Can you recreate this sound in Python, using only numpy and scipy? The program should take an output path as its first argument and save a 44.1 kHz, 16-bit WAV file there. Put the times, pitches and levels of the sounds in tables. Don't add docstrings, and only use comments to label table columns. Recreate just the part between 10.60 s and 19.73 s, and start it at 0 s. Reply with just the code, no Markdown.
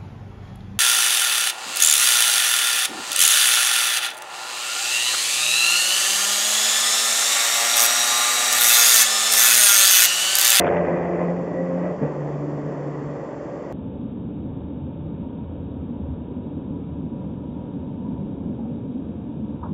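import sys
import numpy as np
from scipy import signal
from scipy.fft import rfft, irfft, next_fast_len
from scipy.io import wavfile
from scipy.ndimage import uniform_filter1d

SR = 44100
rng = np.random.default_rng(int(sys.argv[2]) if len(sys.argv) > 2 else 0)


def transcribe(u):
    v = np.clip(np.atleast_2d(u).T, -1, 1)
    q = np.round(v * 32767).astype(np.int16)
    wavfile.write(sys.argv[1], SR, q)


def level_to_linear(level):
    exponent = np.asarray(level, float) / 20
    return 10 ** exponent


N = 402633
CUT_S, SLOW = 3.12524, .5


# (time [s], crank turns [Hz], boom [dB], roar [dB])
LOW_GEAR = [(0, 87.56, -32.5, -19), (.2, 87.86, -25, -23), (.45, 87.45, -29, -24.5),
            (.7, 86.96, -20, -29.5), (.88, 87.3, -30, -33), (1.05, 87.93, -25.5, -32.5),
            (1.2, 88.6, -21, -31), (1.32, 89.54, -27, -32), (1.37, 89.17, -51, -38)]
# (time [s], crank turns [Hz], boom [dB], roar [dB])
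HIGH_GEAR = [(1.41, 74.2, -38, -30.5), (1.425, 74.3, -20.5, -26.5), (1.46, 74.2, -23.5, -28),
             (1.5, 73.76, -34, -34.5), (1.62, 73.06, -24.5, -33.5), (2.0, 73.03, -30, -37.5),
             (2.45, 72.7, -30, -36), (2.75, 72.84, -43, -38.5), (3.12, 73.6, -47, -36)]
# (multiple of crank rate, level [dB], share following boom rather than roar [0-1])
CRANK_ORDERS = [(1, -15.5, 0), (2, 0.5, 0.97), (3, -12.5, .5), (4, -6.5, 0.3), (5, -8, 0.07), (6, -8, 0.4),
                (7, -12, 0.05), (8, -12.5, 0), (9, -17, 0), (10, -24.5, 0), (12, -20.5, 0.23)]
# (order, middle [s], length [s], lift [dB])
PIPE_HOWLS = [(8, 0.05, 0.14, 12.5), (3, .1, .3, 7.5), (4, .05, 0.13, 5), (5, 0.032, 0.11, 5.5),
              (6, 0.29, .2, 6), (4, 0.55, .2, 4), (6, .68, .15, 5), (6, 1.08, 0.35, 13),
              (3, 1.12, .45, 11.5), (4, 1.94, 0.45, 10.5), (4, 2.4, .3, 5)]


def engine_lines(crank_hz, boom_db, roar_db):
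    turns = 0.1466 + np.cumsum(crank_hz * (1 + 0.0039 * wander(25))) / SR
    lines = np.zeros(N)
    for order, order_db, share in CRANK_ORDERS:
        howl_db = swells([row[1:] for row in PIPE_HOWLS if round(row[0]) == round(order)])
        db = order_db + share * boom_db + (1 - share) * roar_db + howl_db
        flutter_db = 0.32 * order * wander(12)
        lines += level_to_linear(db - 0.5 + flutter_db) * np.sin(2 * np.pi * (order * turns + rng.random()))
    return lines, turns


# (frequency [Hz], density [dB per Hz])
ROAR_COLOUR = [(35, -47.5), (60, -12.5), (114, -24.5), (166, 4.5), (220, -13), (508, -2.5), (585, -0.5),
               (777, -9.5), (850, -13), (1300, -19), (1690, -56), (2860, -120)]
# (frequency [Hz], density [dB per Hz])
RASP_COLOUR = [(530, -31.5), (900, 2), (949, -7.5), (1390, -12), (1590, -5), (1740, -5.5), (1970, -0.5),
               (2190, -13), (2420, -11.5), (2900, -26), (3190, -31.5), (4150, -53), (7020, -120)]
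# (middle [s], length [s], lift [dB])
EXHAUST_GUSTS = [(.075, 0.029, 3.5), (.17, 0.072, 3), (.3, 0.073, 3), (.45, 0.037, 1), (.63, 0.14, 4),
                 (1.0, .06, -1), (1.25, 0.1, 4)]


def exhaust_noise(turns, roar_db):
    rasp_db = -31.5 + 1.31 * (roar_db - roar_db[0])
    puff = level_to_linear(1.9 * wander(40)) * np.exp(-(turns % 1) / 0.28)
    surge_db = swells(EXHAUST_GUSTS) + 0.24 * wander(9)
    roar = coloured((0.66 + puff) * rng.standard_normal(N), ROAR_COLOUR)
    rasp = coloured((0.9 + puff) * rng.standard_normal(N), RASP_COLOUR)
    return level_to_linear(surge_db) * (level_to_linear(roar_db - 3) * roar + level_to_linear(rasp_db - 0.5) * rasp)


# (time [s], peak level [dB])
TAILPIPE_CRACKS = [(.009, -26), (0.02, -25), (0.0445, -21), (0.0668, -19), (0.0776, -20), (0.087, -27),
                   (0.1232, -31), (.135, -27.5), (0.1463, -29.5), (.168, -23), (0.183, -32), (0.208, -33)]
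# (frequency [Hz], density [dB per Hz])
CRACK_COLOUR = [(500, -24.5), (900, -1), (1500, 2), (2000, -5), (2500, -5.5), (3000, -15.5), (3500, -35.5),
                (3800, -12.5)]


def tailpipe_cracks():
    bursts = np.zeros(N)
    for s, db in TAILPIPE_CRACKS:
        add(bursts, s, level_to_linear(db) * np.exp(-np.arange(800) / SR / 0.004))
    return bursts * coloured(rng.standard_normal(N), CRACK_COLOUR)


# (time [s], peak level [dB], ring [Hz])
SHIFT_POPS = [(1.4153, -10, 200), (1.4245, -16, 270), (1.4285, -18, 540), (1.436, -18, 260),
              (1.4425, -19, 160), (1.45, -21, 500), (1.463, -23, 260), (1.47, -23, 200), (1.477, -24, 420),
              (1.484, -23, 560)]


def shift_pops():
    pops = -rings([(s, db, hz, .04) for s, db, hz in SHIFT_POPS], .0006)
    return signal.sosfilt(signal.butter(4, 120, "high", fs=SR, output="sos"), pops)


def sports_car():
    crank_hz, boom_db, roar_db = curves(LOW_GEAR + HIGH_GEAR)
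    lines, turns = engine_lines(crank_hz, boom_db, roar_db)
    return lines + exhaust_noise(turns, roar_db) + tailpipe_cracks() + shift_pops()


# (middle [s], length [s], firing rate [Hz], level [dB])
NEIGHBOUR_REVS = [(.05, 0.53, 572, -32), (.28, 0.19, 588.7, -36.5), (1.25, .12, 595, -37),
                  (2.65, 0.62, 570, -48)]


def neighbour_car():
    return tone(*flares(NEIGHBOUR_REVS, -53), drift_hz=4, flutter_db=4.9)


# (frequency [Hz], density [dB per Hz])
ROAD_COLOUR = [(8.8, -50.5), (15, -21), (38, -26.5), (76, -6.5), (164, -4.5), (231, -3), (289, -2.5),
               (320, -11), (460, -16.5), (575, -16), (636, -25.5), (954, -28), (1060, -33.5), (1650, -45),
               (1900, -53), (2470, -84.5), (4180, -120)]
# (frequency [Hz], width [Hz], level [dB])
CABIN_MODES = [(86.1, 7.4, 6.5), (105, 14, -5.5), (150, 20, 6), (252, 18, -1.5), (306, 41, -0.5),
               (475, 39, 2.5), (570, 44, -1.5), (700, 19, -0.5)]
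# (frequency [Hz], full-speed level [dB], slowed level [dB],
# share of a swell, share of a thump, random drift [dB])
ROAD_LAYERS = [
    (70, 1, -3.5, -0.38, 0.87, 1.5),
    (220, -2.5, 0, 1, -0.22, 0.3),
    (600, -1, -1, 0.18, 0.19, .5),
]
# (middle [s], length [s], lift [dB])
CAR_WASH = [(0, 1.6, 8), (1.5, 1.6, 1.5)]
# (middle [s], length [s], lift [dB])
COARSE_ASPHALT = [(4.6, 0.14, 1.7), (6.0, 0.89, 2), (7.9, 1.2, 2.6), (9.13, .1, 3.8)]
# (middle [s], length [s], lift [dB])
JOINTS_FAST = [(.8, 0.17, 4), (1.253, 0.26, 3.5), (2.103, .3, 3.5)]
# (middle [s], length [s], lift [dB])
JOINTS_SLOW = [(3.28, 0.16, 4.8), (4.0, 0.27, 6), (4.45, 0.19, 8), (4.95, 0.27, 7), (5.49, 0.21, 12),
               (5.9, 0.28, 2.9), (7.2, 0.14, 3.6), (8.05, 0.23, 3), (9.0, .3, 3.5)]


def road(lifts, thumps, speed):
    frames, hz = N // 512 + 5, np.fft.rfftfreq(2048, speed / SLOW / SR)
    real, imaginary, patches = rng.standard_normal((frames, 1025, 3)).T
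    patches = uniform_filter1d(patches, size=5, axis=0)
    patches = evened(uniform_filter1d(patches, size=8, axis=1))
    colour_db = read(ROAD_COLOUR, hz)
    colour_db = colour_db + sum(0.42 * db / (1 + (2 * (hz - f) / w) ** 2) for f, w, db in CABIN_MODES)
    colour_db = colour_db - 10 * np.log10(np.sum(level_to_linear(2 * colour_db)))

    at = np.minimum(np.arange(frames) * 512, N - 1)
    lift_db, thump_db = swells(lifts), swells(thumps)
    layers_db = []
    for _, fast, slow, share, shake, drift in ROAD_LAYERS:
        level_db = fast if speed == 1 else slow
        change_db = level_db + share * lift_db + shake * thump_db + drift * wander(3.0)
        layers_db.append(change_db[at])
    layer_hz = np.log([row[0] for row in ROAD_LAYERS])
    change_db = np.array([np.interp(np.log(hz + 1), layer_hz, row) for row in np.transpose(layers_db)]).T
    spectra = (real + 1j * imaginary) * level_to_linear(colour_db[:, None] + change_db + 0.85 * patches)
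    return level_to_linear(-28.5 - 0.46) * signal.istft(spectra, nperseg=2048, noverlap=1536)[1][:N]


def cabin_boom():
    return whine(81.2 * np.ones(N), -43 + .5 * swells(JOINTS_SLOW), 14)


# (middle [s], length [s], pitch [Hz], level [dB])
TYRE_DRONES = [(3.6, 0.25, 225, -38.5), (4.2, .4, 150, -40), (5.33, 0.14, 233.8, -34.5),
               (6.5, 0.46, 159.4, -39.5), (7.5, .6, 187.3, -36), (8.25, .7, 244.9, -34.5),
               (8.9, .3, 220, -34.5)]


def tyre_drones():
    return whine(*flares(TYRE_DRONES, -60.5), 18)


# (middle [s], length [s], pitch [Hz], level [dB])
WHINE_FAST = [(.15, .5, 1977, -48.5), (.98, 0.18, 1944, -48), (1.25, 0.11, 1938, -54),
              (2.4, 0.57, 1910, -60.5)]


def tread_fast():
    return whine(*flares(WHINE_FAST, -64.5), 90)


# (middle [s], length [s], pitch [Hz], level [dB])
WHINE_HIGH = [(4.8, 0.46, 937, -57.5), (6.1, 1.4, 971, -58), (6.85, .5, 963, -56), (7.5, 0.22, 975, -51),
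              (8.9, 0.46, 950, -63)]
# (middle [s], length [s], pitch [Hz], level [dB])
WHINE_LOW = [(3.15, 0.37, 880, -57), (4.35, .6, 884, -59), (7.2, 0.55, 905, -55.5), (7.55, 0.26, 896, -54),
             (8.85, 0.54, 893, -62)]


def tread_slow():
    low = tone(*flares(WHINE_LOW, -67.5), drift_hz=3, flutter_db=1.9)
    return whine(*flares(WHINE_HIGH, -63.5), 22) + low


# (time [s], peak level [dB], ring [Hz], t60 [s])
TRIM_RATTLES = [(7.99, -39, 830, .16), (8.05, -39, 770, .16), (9.029, -24, 950, .06),
                (9.033, -31, 1220, .05), (9.052, -33, 930, .04), (9.06, -37, 1400, .03),
                (9.067, -31, 1020, .035)]


def trim_rattles():
    return rings(TRIM_RATTLES, 0.0022)


# (frequency [Hz], density [dB per Hz])
SCUFF_NOISE = [(500, -30), (800, -2), (1000, 2), (1300, -15), (1650, -18), (1900, -38), (2500, -92)]


def scuff():
    start_s, level_db, attack_s, t60_s = 9.028, -36.5, .01, 0.28
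    t = np.maximum(np.arange(N) / SR - start_s, 0)
    shape = np.minimum(t / attack_s, 1) * level_to_linear(level_db - 60 * t / t60_s)
    return shape * coloured(rng.standard_normal(N), SCUFF_NOISE)


# (middle [s], length [s], pitch [Hz], level [dB])
GEAR_HUM = [(4.4, 0.25, 711, -64.5), (7.4, 0.36, 700, -64.5), (7.8, .4, 688, -60), (8.55, 0.35, 700, -59)]


def drivetrain_hum():
    return tone(*flares(GEAR_HUM, -69.5), drift_hz=3.7, flutter_db=1.8)


# (frequency [Hz], density [dB per Hz])
HISS_COLOUR = [(20, 2), (3600, 0.5), (3830, -15.5), (3915, -27.5), (4000, -12.5), (4200, -0.5), (4500, 2),
               (7630, 1.5), (7690, -21.5), (8400, -26), (8600, -32.5)]


def converter_hiss():
    colour = HISS_COLOUR + [(22000, -57)]
    fast, slow = [coloured(rng.standard_normal(N), colour, speed) for speed in (1, SLOW)]
    hiss = np.where(np.arange(N) <= int(CUT_S * SR), fast, slow)
    return level_to_linear(-63) * hiss + level_to_linear(-90.5) * rng.standard_normal(N)


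def evened(x):
    return x / np.sqrt(np.mean(x ** 2) + 1e-20)


def read(points, hz):
    f, value = np.transpose(points)
    return np.interp(np.log(hz + 1), np.log(f + 1), value)


def curves(rows):
    s, *columns = np.transpose(rows)
    return [np.interp(np.arange(N) / SR, s, column) for column in columns]


def coloured(x, points, speed=1):
    size = next_fast_len(N)
    gain = level_to_linear(read(points, np.fft.rfftfreq(size, speed / SR)))
    return evened(irfft(rfft(x, size) * gain, size)[:N])


def wander(rate_hz):
    lowpass = signal.butter(2, rate_hz, fs=SR / 64, output="sos")
    coarse = signal.sosfilt(lowpass, rng.standard_normal(N // 64 + 2))
    return np.interp(np.arange(N) / 64, np.arange(len(coarse)), evened(coarse))


def tone(hz, db, drift_hz, flutter_db):
    level = np.sqrt(2) * level_to_linear(db + flutter_db * wander(36))
    return level * np.sin(2 * np.pi * np.cumsum(hz + drift_hz * wander(16)) / SR)


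def whine(hz, db, width_hz):
    lowpass = signal.butter(2, width_hz / 2, fs=SR, output="sos")
    slow = signal.sosfilt(lowpass, rng.standard_normal((2, N)))
    carrier = np.exp(2j * np.pi * np.cumsum(hz) / SR)
    return level_to_linear(db) * evened((carrier * (slow[0] + 1j * slow[1])).real)


def add(mix, s, sound):
    part = mix[round(s * SR):][:len(sound)]
    part += sound[:len(part)]


def rings(rows, rise_s):
    mix, t = np.zeros(N), np.arange(8000) / SR
    for s, db, hz, t60 in rows:
        shape = level_to_linear(db - 60 * t / t60) * (1 - np.exp(-t / rise_s))
        add(mix, s, shape * np.sin(2 * np.pi * hz * t))
    return mix


def swells(rows):
    t = np.arange(N) / SR
    return sum(height * np.exp(-(2 * (t - s) / length) ** 2) for s, length, height in rows)


def flares(rows, rest_db):
    s, length, hz, db = np.transpose(rows)
    power = level_to_linear(2 * rest_db) + swells(zip(s, length, level_to_linear(2 * db)))
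    return np.interp(np.arange(N) / SR, s, hz), 10 * np.log10(power)


def scene():
    cars = sports_car() + neighbour_car() + tread_fast()
    band_edge = signal.ellip(8, .5, 70, 3520, fs=SR, output="sos")
    fast = signal.sosfilt(band_edge, cars) + road(CAR_WASH, JOINTS_FAST, 1)
    slow = road(COARSE_ASPHALT, JOINTS_SLOW, SLOW) + cabin_boom() + tyre_drones() + tread_slow()
    slow = slow + trim_rattles() + scuff() + drivetrain_hum()
    return np.where(np.arange(N) < CUT_S * SR, fast, slow)[None]


def band_limit(x):
    return signal.sosfilt(signal.butter(12, 15400, fs=SR, output="sos"), x)


def record(dry):
    start_step, cut_step, end_step = -.31, .03, -.033
    n, cut = np.arange(N), int(CUT_S * SR)
    x = dry[0] + converter_hiss()
    x = x + (start_step - x[0]) * np.exp(-(n / 80) ** 2) * np.cos(2 * np.pi * 450 * n / SR)
    x = x + (end_step - x[-1]) * np.exp(-((N - 1 - n) / 60) ** 2)
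    near_cut = np.exp(-((n - cut) / 60) ** 2)
    x = x + np.where(n <= cut, cut_step - x[cut], -x[cut + 1]) * near_cut
    return band_limit(x[None])


dry = scene()
out = record(dry)
transcribe(out)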